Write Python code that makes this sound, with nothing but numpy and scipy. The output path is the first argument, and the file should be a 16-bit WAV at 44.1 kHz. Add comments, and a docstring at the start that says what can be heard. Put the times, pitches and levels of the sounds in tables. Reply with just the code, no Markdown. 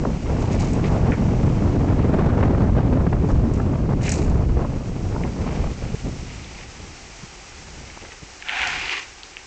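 """Following a bike past a dirt bank

Roadside, with the microphone on a bicycle behind a second rider who jumps a dirt bank.
Close up, wind buffets the microphone and dies away as the bike slows, leaving a steady hiss of
road and foliage. Ahead, the other bike lands in dry grass and leaves with a crunch and a rattle.
Later a braked tyre scrapes over grit, and two sharp ticks follow."""
import sys
import numpy as np
from scipy import signal
from scipy.fft import rfft, irfft
from scipy.io import wavfile
from scipy.ndimage import uniform_filter1d

SR = 44100
rng = np.random.default_rng(int(sys.argv[2]) if len(sys.argv) > 2 else 0)


def generate_wav(signal):
    """Clip the signal to [-1, 1] and save it as 16-bit WAV at the path in sys.argv[1]."""
    frames = np.transpose(np.atleast_2d(signal))
    scaled = np.clip(frames, -1, 1) * 32767
    pcm = np.round(scaled).astype(np.int16)
    wavfile.write(sys.argv[1], SR, pcm)


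N = 417186

# Airflow on the microphone, dying away as the bike slows: time_s, rumble_db, eddy_db
AIRFLOW = [(0, -22, -35.5), (.4, -20.5, -30.5), (1.05, -18, -29), (1.55, -17, -30), (2.3, -17, -24.5),
           (2.9, -16.5, -27.5), (3.6, -19, -32.5), (4.05, -21, -33), (4.35, -19.5, -30),
           (4.92, -26.5, -38.5), (5.15, -23, -34), (5.55, -25.5, -32), (6.2, -33, -47.5), (6.6, -44, -50.5),
           (7.35, -51.5, -56), (7.9, -47.5, -52.5), (8.38, -56.5, -54), (9.46, -58.5, -54)]
# Lulls and puffs in that airflow: middle_s, length_s, rumble_change_db, eddy_change_db
LULLS_AND_PUFFS = [(0.204, 0.12, -7.5, -7.5), (.3, 0.11, -3, 4), (0.724, .05, -1.5, -8),
                   (0.927, 0.12, -0.5, 4.5), (1.06, 0.16, 1.5, 2.5), (1.16, 0.045, -5.5, -6),
                   (2.177, .09, -1, 4), (2.724, 0.063, -1.5, -9), (2.901, 0.045, -2, -8),
                   (3.099, 0.049, -3, -10), (3.177, 0.044, -8, -6), (3.915, 0.074, 2.5, 5),
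                   (3.96, .05, 1, -11), (4.467, 0.06, -4.5, -12), (4.538, .04, -2, -7),
                   (4.6, .09, 0.5, 7.5), (4.832, .1, -4, 0), (5.342, 0.093, -5, -9),
                   (5.768, .11, -5.5, -10), (5.847, .07, 5, 4.5), (5.987, 0.095, -11, -8),
                   (6.074, .08, 8.5, 8.5), (6.85, .16, 5, 6), (7.743, 0.37, 5.5, 2), (8.747, 0.39, 13, 2)]
# The largest eddies passing the microphone: middle_s, length_s, level_db
SURGES = [(.29, 0.12, -22), (.6, 0.089, -23), (.93, 0.1, -21.5), (2.47, .07, -24), (2.71, 0.079, -22),
          (2.93, .12, -25), (3.18, 0.12, -19), (3.36, 0.15, -16), (4.34, 0.33, -18.5), (4.53, 0.21, -17.5),
          (5.64, 0.13, -20), (6.03, 0.13, -32), (8.62, .14, -46), (8.82, .12, -46)]
# Wind spectra, from the largest eddies to the smallest: frequency_hz, density_db
SWAY_SPECTRUM = [(12, -20.5), (22, -6), (45, -2.5), (75, -3.5), (110, -15.5), (200, -27.5)]
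RUMBLE_SPECTRUM = [(55, -7.5), (90, 2.5), (135, 2.5), (190, -1), (260, -4), (340, -9.5), (480, -16.5),
                   (700, -25.5)]
EDDY_SPECTRUM = [(100, -24.5), (220, -5), (400, -2.5), (700, -7), (1100, -13.5), (1700, -24), (2600, -36.5),
                 (4500, -47)]
FIZZ_SPECTRUM = [(600, -16), (1200, -0.5), (1650, -3), (2200, -7), (3200, -17.5), (5000, -21),
                 (8000, -27.5)]

# Background hiss of road and foliage: frequency_hz, density_db
HISS_SPECTRUM = [(160, -36.5), (280, -5.5), (328, -5), (368, 0), (418, -5.5), (634, -9), (797, -1.5),
                 (1020, -8), (1260, -6), (1730, -7.5), (2400, -5.5), (3490, -11.5), (5840, -7),
                 (7350, -10.5), (8600, -18), (11200, -49.5), (18900, -120)]
# Set curve for the hiss, ducked as by a recorder's gain control in loud wind: time_s, level_db
HISS_LEVEL = [(0, -46.5), (1.6, -47), (2.2, -53), (4.45, -51.5), (5.0, -47), (6.1, -43.5), (7.3, -43),
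              (9.46, -44.5)]
# Grit under a rolling or sliding tyre: frequency_hz, density_db
GRIT_SPECTRUM = [(130, -68.5), (220, -35.5), (275, -17.5), (317, -19), (401, -12), (446, -24), (528, -17),
                 (586, -34.5), (668, -21.5), (1140, -12), (1460, -17), (2110, -5), (2890, -8.5),
                 (3470, -17), (5000, -20.5), (6500, -52), (11000, -120)]
# Patches of loose grit on the road: middle_s, length_s, level_db
GRIT_PATCHES = [(.5, 1.1, -52.5), (.58, 0.23, -51), (.86, .06, -42), (1.5, 1.5, -55.5), (4.07, 0.088, -38),
                (5.56, 0.38, -49), (5.9, 0.36, -54), (6.38, .4, -50.5), (6.62, .1, -44), (8.02, 0.38, -56)]

# Short low thumps, wind slaps on the microphone and a dull knock near 8 s:
# middle_s, strength_db, half_length_s, upper_corner_hz
THUMPS = [(0.038, -22, 0.005, 1240), (0.054, -14.5, 0.0058, 1090), (0.443, -21, 0.004, 980),
          (1.193, -24, 0.0046, 900), (2.433, -18.5, .012, 2070), (2.549, -20, 0.0056, 1590),
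          (2.789, -24.5, .014, 1800), (3.068, -22, 0.0047, 1910), (3.131, -21.5, 0.0065, 2190),
          (3.304, -25.5, 0.018, 1430), (3.602, -20.5, 0.0072, 1510), (4.423, -31, 0.00505, 1200),
          (4.501, -24, 0.0051, 1000), (4.571, -21, 0.0055, 1100), (4.649, -22.5, 0.0056, 1100),
          (5.164, -22, 0.00585, 1130), (5.478, -24.5, 0.0047, 1080), (5.644, -23, 0.0072, 1000),
          (5.945, -18, .01, 450), (6.077, -22.5, 0.026, 400), (7.24, -31, 0.019, 290),
          (7.975, -33, 0.0072, 1100), (8.04, -40, .04, 1000), (8.234, -33.5, .014, 420)]

# The bike ahead crushing the verge, hardest on landing: peak_s, level_db, rise_s, fade_db_per_s
CRUNCHES = [(.42, -43.5, .06, 200), (.53, -40.5, 0.023, 203), (.605, -40.5, 0.014, 110),
            (.69, -50, .015, 252), (.87, -47, .04, 151), (3.3, -47.5, .05, 130), (3.55, -50.5, .03, 98),
            (4.05, -36, 0.047, 85), (4.122, -38, 0.06, 102)]
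# Dry grass and leaves snapping: frequency_hz, density_db
LEAF_SPECTRUM = [(1000, -20.5), (1700, -5), (2400, 3), (3300, -11), (4100, -3), (4900, -3.5), (6000, -3.5),
                 (7100, -1), (8000, -8.5), (9000, -17.5)]

# Knocks of stones, chain and brake parts: start_s, level_db, pitch_hz, ring_s
KNOCKS = [(0.6, -25, 6960, .012), (0.734, -25, 7500, .012), (1.12, -17, 1930, 0.06),
          (3.537, -29.5, 6900, 0.014), (4.012, -30, 2300, 0.036), (4.03, -28, 7300, .008),
          (4.052, -28, 7400, .011), (4.08, -19, 2100, 0.069), (4.093, -13, 6740, 0.011),
          (4.119, -8, 7060, 0.01), (4.122, -23, 2160, 0.033), (5.236, -24, 2190, 0.018),
          (6.444, -28, 3000, .01), (7.9, -30, 2200, .015), (8.012, -33, 2400, .02),
          (8.050, -30, 1690, 0.036), (8.120, -27, 2340, 0.015), (8.424, -21, 2260, .012),
          (8.486, -12, 2640, 0.0074), (8.494, -8, 2380, 0.003), (8.569, -16, 2600, 0.0049),
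          (8.617, -8, 2480, .012), (8.632, -8.5, 2180, .007), (8.673, -13.5, 5660, 0.0066),
          (8.895, -12, 2440, .005), (8.919, -14, 2320, .008), (9.2332, -22.5, 3820, 0.0036),
          (9.3686, -17.5, 2370, 0.0035)]

# The braked tyre digging in, and the sand it sprays: frequency_hz, density_db
DIG_SPECTRUM = [(150, -42), (250, -19), (355, -31), (383, -16), (418, -30), (524, -14), (640, -21),
                (708, -3), (1240, -13), (1430, -2.5), (2130, -6), (2330, -2), (2920, -7.5), (3940, -17),
                (5000, -26), (6500, -56), (11000, -120)]
SAND_SPECTRUM = [(2500, -11.5), (4000, -6), (5200, -1), (6300, -0.5), (7500, -6.5), (8800, -16)]


def gain_of(db):
    """Decibels to amplitude."""
    return 10 ** (np.asarray(db) / 20)


def unit_rms(x):
    """Scales to rms 1."""
    return x / np.sqrt(np.mean(x ** 2) + 1e-20)


def level(rows, column=1):
    """Gain at every sample from one dB column of a curve, fading 200 dB/s outside it."""
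    rows = np.asarray(rows)
    t = np.arange(N) / SR
    outside_s = np.maximum(rows[0, 0] - t, 0) + np.maximum(t - rows[-1, 0], 0)
    return gain_of(np.interp(t, rows[:, 0], rows[:, column]) - 200 * outside_s)


def coloured(x, spectrum):
    """Filters x by a spectrum that falls 24 dB an octave past its ends; rms 1."""
    hz, db = np.transpose(spectrum)
    octave, knots = np.log2(np.fft.rfftfreq(N, 1 / SR) + 1), np.log2(hz)
    outside = np.maximum(knots[0] - octave, 0) + np.maximum(octave - knots[-1], 0)
    shape = gain_of(np.interp(octave, knots, db) - 24 * outside)
    return unit_rms(irfft(rfft(x) * shape, N))


def white():
    """White noise."""
    return rng.standard_normal(N)


def wander(slow_hz, fast_hz):
    """Random drift between two rates, rms 1."""
    hz = np.fft.rfftfreq(N, 1 / SR)
    shape = (hz > slow_hz) / np.sqrt(hz + 1) / (1 + (hz / fast_hz) ** 4)
    return unit_rms(irfft(rfft(white()) * shape, N))


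def grains(per_s, spread_db):
    """Random tiny impacts, mostly small, a few large."""
    size = gain_of(spread_db * np.minimum(rng.exponential(1, N), 4))
    polarity = np.sign(white())
    struck = rng.random(N) < per_s / SR
    return unit_rms(size * polarity * struck)


def steadied(x, window_s):
    """Evens out the slow swells of a noise, keeping its quick flutter."""
    size = max(int(window_s * SR), 3)
    power = uniform_filter1d(uniform_filter1d(x ** 2, size), size)
    return x / np.sqrt(abs(power) + 1e-9)


def add(mix, start_s, sound):
    """Mixes a sound in at start_s."""
    part = mix[max(round(start_s * SR), 0):][:len(sound)]
    part += sound[:len(part)]


def hump(middle_s, length_s):
    """A half sine: up to 1 and back to 0."""
    out = np.zeros(N)
    arch = np.sin(np.linspace(0, np.pi, int(length_s * SR)))
    add(out, max(middle_s - length_s / 2, 0), arch)
    return out


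def swells(rows):
    """Gain of separate swells: middle_s, length_s, level_db."""
    return sum(gain_of(db) * hump(middle_s, length_s) for middle_s, length_s, db in rows)


def stroke(span_s, span_db, rise_db_per_s, fall_db_per_s):
    """Gain that rises, slopes from one level to another across span_s, and falls away."""
    t = np.arange(N) / SR
    start_s, end_s = span_s
    before_db = rise_db_per_s * np.maximum(start_s - t, 0)
    after_db = fall_db_per_s * np.maximum(t - end_s, 0)
    return gain_of(np.interp(t, span_s, span_db) - before_db - after_db)


def wind(full_flow_db=-19.0, sway_db=-24.5, sway_growth=0.72, strong_db=-26.0, fizz_growth=1.3):
    """Air on the microphone: large eddies sway and rumble, fine ones burst on the pressure swings."""
    puffs_db = sum(np.outer(changes_db, hump(middle_s, length_s))
                   for middle_s, length_s, *changes_db in LULLS_AND_PUFFS)
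    rumble_puffs, eddy_puffs = gain_of(puffs_db)
    flow = level(AIRFLOW) * rumble_puffs
    flutter = np.tanh(wander(3.9, 17))
    turbulence = 2 * np.tanh(wander(12, 80) / 2)

    sway = steadied(coloured(white(), SWAY_SPECTRUM), window_s=0.16)
    sway = unit_rms(sway * gain_of(0.83 * turbulence))
    between_surges = gain_of(sway_db) * (flow / gain_of(full_flow_db)) ** sway_growth
    sway_gain = np.hypot(between_surges, swells(SURGES))

    rumble = steadied(coloured(white(), RUMBLE_SPECTRUM), window_s=0.046)
    buffet = unit_rms(rumble * gain_of(1.66 * turbulence + 1.5 * flutter))

    bursts = gain_of(3.0 * turbulence + 1.5 * rumble)
    eddies = steadied(coloured(white() * bursts, EDDY_SPECTRUM), window_s=0.064)
    # Fine eddies need a strong flow, so the flow caps their level.
    eddy_gain = np.minimum(level(AIRFLOW, column=2) * eddy_puffs, flow * gain_of(-2))
    eddy_gain *= gain_of(1.66 * flutter)

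    # The smallest eddies grow fastest, so strong gusts turn brighter.
    fizz = coloured(white() * bursts, FIZZ_SPECTRUM)
    fizz_gain = gain_of(strong_db - 18) * (eddy_gain / gain_of(strong_db)) ** fizz_growth
    return (sway * sway_gain + gain_of(-1) * buffet * flow
            + gain_of(-0.5) * eddies * eddy_gain + fizz * fizz_gain)


def road(hiss_swing_db=0.65, clump_db=2.0, bare_road_db=-53.5):
    """Road and foliage hiss in the background while grit crackles under the rolling tyres."""
    hiss = coloured(white(), HISS_SPECTRUM) * gain_of(hiss_swing_db * wander(3.3, 30))
    crackle = grains(per_s=1600, spread_db=3.0) * gain_of(clump_db * wander(6, 60))
    grit = coloured(crackle, GRIT_SPECTRUM)
    return hiss * level(HISS_LEVEL) + grit * (gain_of(bare_road_db) + swells(GRIT_PATCHES))


def thumps(low_corner_ratio=0.18):
    """Short bursts of low noise: wind slapping the microphone, and a dull knock near 8 s."""
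    out = np.zeros(N)
    for middle_s, db, half_length_s, hz in THUMPS:
        size = int(2 * half_length_s * SR)
        band = signal.butter(3, [hz * low_corner_ratio, hz], "bandpass", fs=SR, output="sos")
        slope = signal.butter(1, hz / 2, fs=SR, output="sos")
        noise = signal.sosfilt(np.vstack([band, slope]), rng.standard_normal(SR // 2))
        thump = unit_rms(noise[-size:] * np.hanning(size))
        add(out, middle_s - half_length_s, gain_of(db) * thump / 2)
    return out


def verge_crunch(clump_db=3.6):
    """Dry stalks and leaves snap in clumps under the bike ahead, hardest as it lands."""
    snaps = grains(per_s=3100, spread_db=2.0) * gain_of(clump_db * wander(17, 120))
    crush, t = np.zeros(N), np.arange(N) / SR
    for peak_s, db, rise_s, fade_db_per_s in CRUNCHES:
        onset = np.clip(1 + (t - peak_s) / rise_s, 0, 1)
        crush += onset * gain_of(db - fade_db_per_s * np.maximum(t - peak_s, 0))
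    return coloured(snaps, LEAF_SPECTRUM) * crush


def knocks(rattle_db=-12.5, tail_db=-27.0, tail_t60_s=0.31, half_band=0.26):
    """Stones, chain and brake parts knock: a damped ring, a brief rattle, a faint scattered tail."""
    out, t = np.zeros(N), np.arange(SR // 5) / SR
    for start_s, db, pitch_hz, ring_s in KNOCKS:
        edges_hz = [pitch_hz * (1 - half_band), pitch_hz * (1 + half_band)]
        band = signal.butter(3, edges_hz, "bandpass", fs=SR, output="sos")
        crack = signal.sosfilt(band, signal.unit_impulse(len(t)))
        scatter = unit_rms(signal.sosfilt(band, rng.standard_normal(len(t))))
        rattle = gain_of(rattle_db - 30 * t / ring_s)
        tail = gain_of(tail_db - 60 * t / tail_t60_s)
        add(out, start_s, gain_of(db) * (crack / abs(crack).max() + scatter * (rattle + tail)))
    return out


def skid(clump_db=1.5, bite_db=5.5):
    """Stones catch and slip under the locked tyre: it digs in, then slides on, spraying sand."""
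    slips = grains(per_s=5000, spread_db=0.5) * gain_of(clump_db * wander(20, 200))
    dig = steadied(coloured(slips, DIG_SPECTRUM), window_s=0.069)
    dig *= stroke(span_s=(8.485, 8.625), span_db=(-30.5, -22.5), rise_db_per_s=350, fall_db_per_s=62)

    slide = steadied(coloured(np.roll(slips, SR), GRIT_SPECTRUM), window_s=0.082)
    slide *= stroke(span_s=(8.73, 8.985), span_db=(-30.5, -28), rise_db_per_s=100, fall_db_per_s=240)
    slide *= gain_of(bite_db * hump(middle_s=8.925, length_s=0.034))  # one last bite before it stops

    sand = coloured(grains(per_s=4900, spread_db=1.5), SAND_SPECTRUM)
    sand *= stroke(span_s=(8.59, 8.99), span_db=(-41, -42.5), rise_db_per_s=110, fall_db_per_s=110)
    return dig + slide + sand


def scene():
    """All sources at the one microphone on the following bike."""
    return (wind() + thumps() + road() + verge_crunch() + skid() + knocks())[None]


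def record(dry, ceiling=0.38, rolloff_hz=8100, band_limit_hz=8750):
    """The microphone input rounds off the largest swings, rolls off the treble and limits the band."""
    rounded = dry / (1 + (dry / ceiling) ** 4) ** (1 / 4)
    dulled = signal.sosfilt(signal.butter(12, rolloff_hz, fs=SR, output="sos"), rounded)
    band_limit = signal.firwin(161, band_limit_hz, window=("kaiser", 8), fs=SR)
    return signal.oaconvolve(dulled, band_limit[None], "same")


dry = scene()
out = record(dry)
generate_wav(out)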